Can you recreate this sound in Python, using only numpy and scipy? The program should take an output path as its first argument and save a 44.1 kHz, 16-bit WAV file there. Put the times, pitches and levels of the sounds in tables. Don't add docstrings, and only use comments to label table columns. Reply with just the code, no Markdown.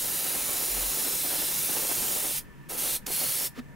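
import sys
import numpy as np
from scipy import signal
from scipy.io import wavfile
from scipy.ndimage import uniform_filter1d, map_coordinates

SR = 44100
rng = np.random.default_rng(int(sys.argv[2]) if len(sys.argv) > 2 else 0)


def to_wav(s):
    ch = np.atleast_2d(s).T
    pcm = np.round(np.clip(ch, -1, 1) * 32767)
    wavfile.write(sys.argv[1], SR, pcm.astype(np.int16))


N = 165375
T = np.arange(N) / SR
FFT_SIZE, HOP = 2048, 512
HZ = np.fft.rfftfreq(FFT_SIZE, 1 / SR)
FRAMES = N // HOP + 3


def amp(db):
    return 10 ** (np.asarray(db) / 20)


def unit(x):
    return x / np.sqrt(np.mean(x ** 2) + 1e-20)


def over_hz(points):
    hz, value = np.transpose(points)
    return np.interp(np.log(HZ + 1), np.log(hz + 1), value)


def over_time(points):
    return np.interp(T, *np.transpose(points))


def resonance(hz, width_hz):
    return 1 / (1 + (2 * (HZ - hz) / width_hz) ** 2)


def colour(points, peaks=()):
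    return over_hz(points) + sum(lift_db * resonance(hz, width_hz) for hz, width_hz, lift_db in peaks)


def gaussian(centre_s, width_s):
    return np.exp(-.5 * ((T - centre_s) / width_s) ** 2)


def decay(t, t60_s):
    return np.exp(-np.log(1000) * t / t60_s)


def flicker(depth_db, size):
    wander = signal.oaconvolve(rng.standard_normal(N), np.hanning(size), "same")
    return amp(depth_db * unit(wander))


# pitch_hz, likeness (0-1)
AIR_SAME = [(100, 0.63), (450, 0.97), (1300, 0.91), (4400, 0.9), (7000, 1), (9000, 0.99), (11000, 0.72),
            (15000, 0.64)]
# pitch_hz, balance_db
AIR_BALANCE = [(110, 3), (380, 1), (1290, -2.4), (4400, -.2), (8100, -.4), (15000, -2.2)]
# pitch_hz, lead_rad
AIR_PHASE = [(30, -.6), (110, -2), (380, -1.1), (1300, -.8), (2600, -.15), (15000, .1)]


def noise(shape_db, same, patchy_db=0):
    a, b, c, d, patches = np.moveaxis(rng.standard_normal((FRAMES, len(HZ), 5)), 2, 0)
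    patches = uniform_filter1d(patches, size=16, axis=0)
    patches = unit(uniform_filter1d(patches, size=10, axis=1))
    like = np.clip(over_hz(same), -1, 1)
    left = a + 1j * b
    right = like * left + np.sqrt(1 - like ** 2) * (c + 1j * d)
    right = right * np.exp(-1j * over_hz(AIR_PHASE))
    lean = amp(over_hz(AIR_BALANCE) / 2)
    z = np.array([left * lean, right / lean]) * amp(shape_db + patchy_db * patches)
    _, x = signal.istft(z, nperseg=FFT_SIZE, noverlap=FFT_SIZE - HOP, time_axis=1, freq_axis=2)
    return unit(x[:, :N])


def narrow(hz, pole_width_hz):
    keep = np.exp(-np.pi * pole_width_hz / SR)
    raw = rng.standard_normal(N) + 1j * rng.standard_normal(N)
    band = signal.lfilter([1], np.poly([keep, keep]), raw)
    turns = np.cumsum(hz * np.ones(N)) / SR
    return band / np.std(band.real) * np.exp(2j * np.pi * turns)


# pitch_hz, density_db
FAN = [(25, -3), (90, -5.5), (185, 0), (280, -6.5), (800, -20.5), (1500, -19.5), (2500, -22.5), (3700, -34),
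       (15500, -37.5)]
# pitch_hz, width_hz, lift_db
FAN_PEAKS = [(1820, 230, 3.5)]
# pitch_hz, likeness (0-1)
FAN_SAME = [(60, 0.95), (150, 0.86), (1650, 0.28), (6000, 0.46)]
# pitch_hz, pole_width_hz, level_db
FAN_TONES = [(142.6, 20, -53.5), (957, 24, -65.5), (1768, 70, -62.5)]
FAN_DB, FAN_PATCHY_DB = -49.5, 1.5


def fan():
    out = amp(FAN_DB) * noise(colour(FAN, FAN_PEAKS), FAN_SAME, FAN_PATCHY_DB)
    for hz, pole_width_hz, level_db in FAN_TONES:
        lead_rad = np.interp(hz, HZ, over_hz(AIR_PHASE))
        sides = np.exp(-1j * np.array([[0], [lead_rad]]))
        out += amp(level_db) * (narrow(hz, pole_width_hz) * sides).real
    return out


ROOM_DB, ROOM_T60_S, ROOM_GAP_S = -21.5, 0.23, .003


def room(x):
    t = T[:SR // 2]
    tail = rng.standard_normal((2, len(t))) * decay(t, ROOM_T60_S) * (t > ROOM_GAP_S)
    return signal.oaconvolve(x, tail / np.linalg.norm(tail[0]), axes=1)[:, :N]


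def echo(x, lag_ms):
    at = (T - lag_ms / 1000) * SR
    return np.array([map_coordinates(side, [at], order=3) for side in x])


SCATTER_FIRST_MS, SCATTER_LAST_MS, SCATTER_SPREAD_MS = 1.5, 9, 1
SCATTER_DRIFT_MS, SCATTER_MAX_DRIFT_HZ, SCATTER_GAIN = 0.042, .5, 0.081


def booth(x, count=6):
    out = x
    lags_ms = np.linspace(SCATTER_FIRST_MS, SCATTER_LAST_MS, num=count)
    for lag_ms, (place, pace, phase) in zip(lags_ms, rng.random((count, 3))):
        drift_ms = SCATTER_DRIFT_MS * np.sin(2 * np.pi * (SCATTER_MAX_DRIFT_HZ * pace * T + phase))
        out = out + SCATTER_GAIN * echo(x, lag_ms + SCATTER_SPREAD_MS * place + drift_ms)
    return out


# time_s, level_db
SCUFF_LEVEL = [(3.54, -68), (3.56, -47.5), (3.58, -44), (3.596, -40), (3.607, -56), (3.65, -78)]
# pitch_hz, density_db
SCUFF = [(450, 14), (800, -1), (1800, 6), (4000, 0.5), (9000, -11)]
# pitch_hz, width_hz, lift_db
SCUFF_PEAKS = [(1210, 150, 11)]


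def scuff():
    return noise(colour(SCUFF, SCUFF_PEAKS), AIR_SAME) * amp(over_time(SCUFF_LEVEL))


# start_s, rise_s, hold_s, t60_s, settled_pitch_hz, peak_db
BUMPS = [(.665, .1, .1, .3, 44, -38.5), (3.024, .018, .003, .04, 190, -42.5),
         (3.577, .013, .01, .075, 236, -31)]
BUMP_LEFT_LEAD_S, BUMP_SAG_HZ, BUMP_SETTLE_S = 0.0007, 26, 0.021


def bumps():
    out = np.zeros((2, N))
    for start_s, rise_s, hold_s, t60_s, hz, peak_db in BUMPS:
        t = T - start_s - np.array([[0], [BUMP_LEFT_LEAD_S]])
        swell = np.clip(t / rise_s, 0, 1) * decay(np.maximum(t - rise_s - hold_s, 0), t60_s)
        sag_turns = BUMP_SAG_HZ * BUMP_SETTLE_S * np.exp(-np.maximum(t, 0) / BUMP_SETTLE_S)
        out += amp(peak_db) * swell * np.sin(2 * np.pi * (hz * t - sag_turns))
    return out


OPEN_S, SHUT_DB_PER_S = 0.015, 773


def valve(on_s, off_s):
    return np.clip((T - on_s) / OPEN_S, 0, 1) * amp(-SHUT_DB_PER_S * np.maximum(T - off_s, 0))


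# air_on_s, full_opening_start_s, released_s, top_lift_db
PULLS = [(-.2, -.1, 2.390, 0), (2.686, 2.770, 2.963, 1.6), (3.060, 3.103, 3.468, 1.4)]
# pitch_hz, density_db
RUSH = [(170, -14), (250, 0), (480, -2), (750, -4), (1100, -9.5), (2000, -13), (12000, -30)]
# time_s, level_db
RUSH_LEVEL = [(.6, -44.5), (1.15, -44), (1.2, -52), (1.28, -42.5), (1.6, -46), (1.8, -43.5), (2.315, -43),
              (2.338, -74), (2.72, -41.5), (2.95, -47.5), (3.45, -48)]
# time_s, level_db
PUFFS = [(.26, -42), (.37, -39), (.505, -40), (0.631, -41.5), (.77, -40.5), (.83, -41.5), (.99, -37),
         (1.07, -45.5), (1.141, -41), (1.255, -42), (1.337, -37.5), (1.425, -40.5), (1.70, -40.5),
         (1.77, -36.5), (1.841, -42), (1.909, -38), (2.025, -40.5), (2.075, -46), (2.175, -40), (2.25, -59),
         (2.87, -39.5), (3.094, -39.5), (3.231, -40), (3.41, -44.5)]
PUFF_S, RUSH_FLICKER_DB = 0.02, 2.1


def rush():
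    power = amp(over_time(RUSH_LEVEL)) ** 2
    for time_s, level_db in PUFFS:
        power += (amp(level_db) * gaussian(time_s, PUFF_S)) ** 2
    flow = sum(valve(on_s, off_s) for on_s, _, off_s, _ in PULLS)
    return noise(colour(RUSH), AIR_SAME) * np.sqrt(power) * flow * flicker(RUSH_FLICKER_DB, size=600)


# pitch_hz, density_db
SPIT = [(2300, -0.5), (6000, 5), (8000, 1)]
SPIT_S, SPIT_DB, SPIT_WIDTH_S = 3.0675, -28.5, 0.0025


def spit():
    return noise(colour(SPIT), AIR_SAME) * amp(SPIT_DB) * gaussian(SPIT_S, SPIT_WIDTH_S)


# time_s, pitch_hz, level_db
WHISTLE = [(0, 9940, -43), (.3, 9840, -38), (.75, 9780, -41), (.88, 10080, -39), (1.02, 10120, -37.5),
           (1.14, 10000, -52), (1.25, 9650, -44), (1.55, 9730, -42.5), (1.66, 10130, -37.5),
           (1.78, 10260, -38), (2.06, 10320, -44), (2.25, 9700, -39), (2.6, 9720, -54)]
WHISTLE_POLE_WIDTH_HZ = 570


def whistle():
    time_s, pitch_hz, level_db = np.transpose(WHISTLE)
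    tone = narrow(np.interp(T, time_s, pitch_hz), WHISTLE_POLE_WIDTH_HZ).real
    return tone * amp(np.interp(T, time_s, level_db))


# start_s, end_s, pitch_hz, lift_db
RINGS = [(-.2, 1.5, 4000, 4), (-.2, 0.98, 6960, 4), (.88, 1.6, 5400, 5), (1.65, 2.13, 5940, 1),
         (1.7, 2.37, 6900, 5), (1.8, 2.3, 8600, 5.5), (2.83, 3, 3580, 6), (2.83, 3.3, 4300, 6),
         (2.7, 3, 10550, 5), (2.7, 3, 11400, 6.5), (3.05, 3.5, 9280, 4), (3.05, 3.5, 10300, 3),
         (3.33, 3.6, 5470, 6)]
RING_WIDTH_HZ, RING_FADE_S = 226, 0.04


def rings():
    t = np.arange(FRAMES)[:, None] * HOP / SR
    lift = 0
    for start_s, end_s, hz, lift_db in RINGS:
        held = (np.tanh((t - start_s) / RING_FADE_S) - np.tanh((t - end_s) / RING_FADE_S)) / 2
        lift = lift + lift_db * held * resonance(hz, RING_WIDTH_HZ)
    return lift


# pitch_hz, density_db
JET = [(200, -22), (450, -16.5), (1000, -12.5), (1800, -11), (2800, -8), (7400, -4.5), (9400, -0.85),
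       (11000, -1), (12200, 0.5), (14500, -2), (15700, -3)]
# pitch_hz, width_hz, lift_db
JET_PEAKS = [(1990, 59, 2.5), (2790, 140, 2.5), (7530, 380, -2)]
# time_s, level_db
JET_LEVEL = [(0, -28.5), (.6, -28), (1.55, -27.5), (1.78, -27), (1.85, -28.5), (1.93, -27), (2.39, -28.5),
             (2.8, -28), (3.3, -27), (3.47, -27.5)]
# pitch_hz, width_hz
TOP = (9500, 14000)
HALF_OPEN_DB, FULL_S = -6.5, .018
JET_PATCHY_DB, JET_FLICKER_DB = 1.49, 0.4


def jet():
    out, tone, lift = np.zeros((2, N)), whistle(), rings()
    for on_s, full_s, off_s, top_db in PULLS:
        shape = colour(JET, [*JET_PEAKS, (*TOP, top_db)]) + lift
        hiss = noise(shape, AIR_SAME, JET_PATCHY_DB) * amp(over_time(JET_LEVEL))
        trigger = amp(HALF_OPEN_DB * np.clip(1 - (T - full_s) / FULL_S, 0, 1))
        out += (hiss + tone) * valve(on_s, off_s) * trigger
    return out * flicker(JET_FLICKER_DB, size=400)


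def scene():
    near = booth(jet() + rush() + spit()) + scuff() + bumps()
    return near + amp(ROOM_DB) * room(near) + fan()


EDGE_HZ = 15780


def record(dry):
    lowpass = signal.firwin(1023, EDGE_HZ, window=("kaiser", 8), fs=SR)
    return signal.oaconvolve(dry, lowpass[None], "same")


dry = scene()
out = record(dry)
to_wav(out)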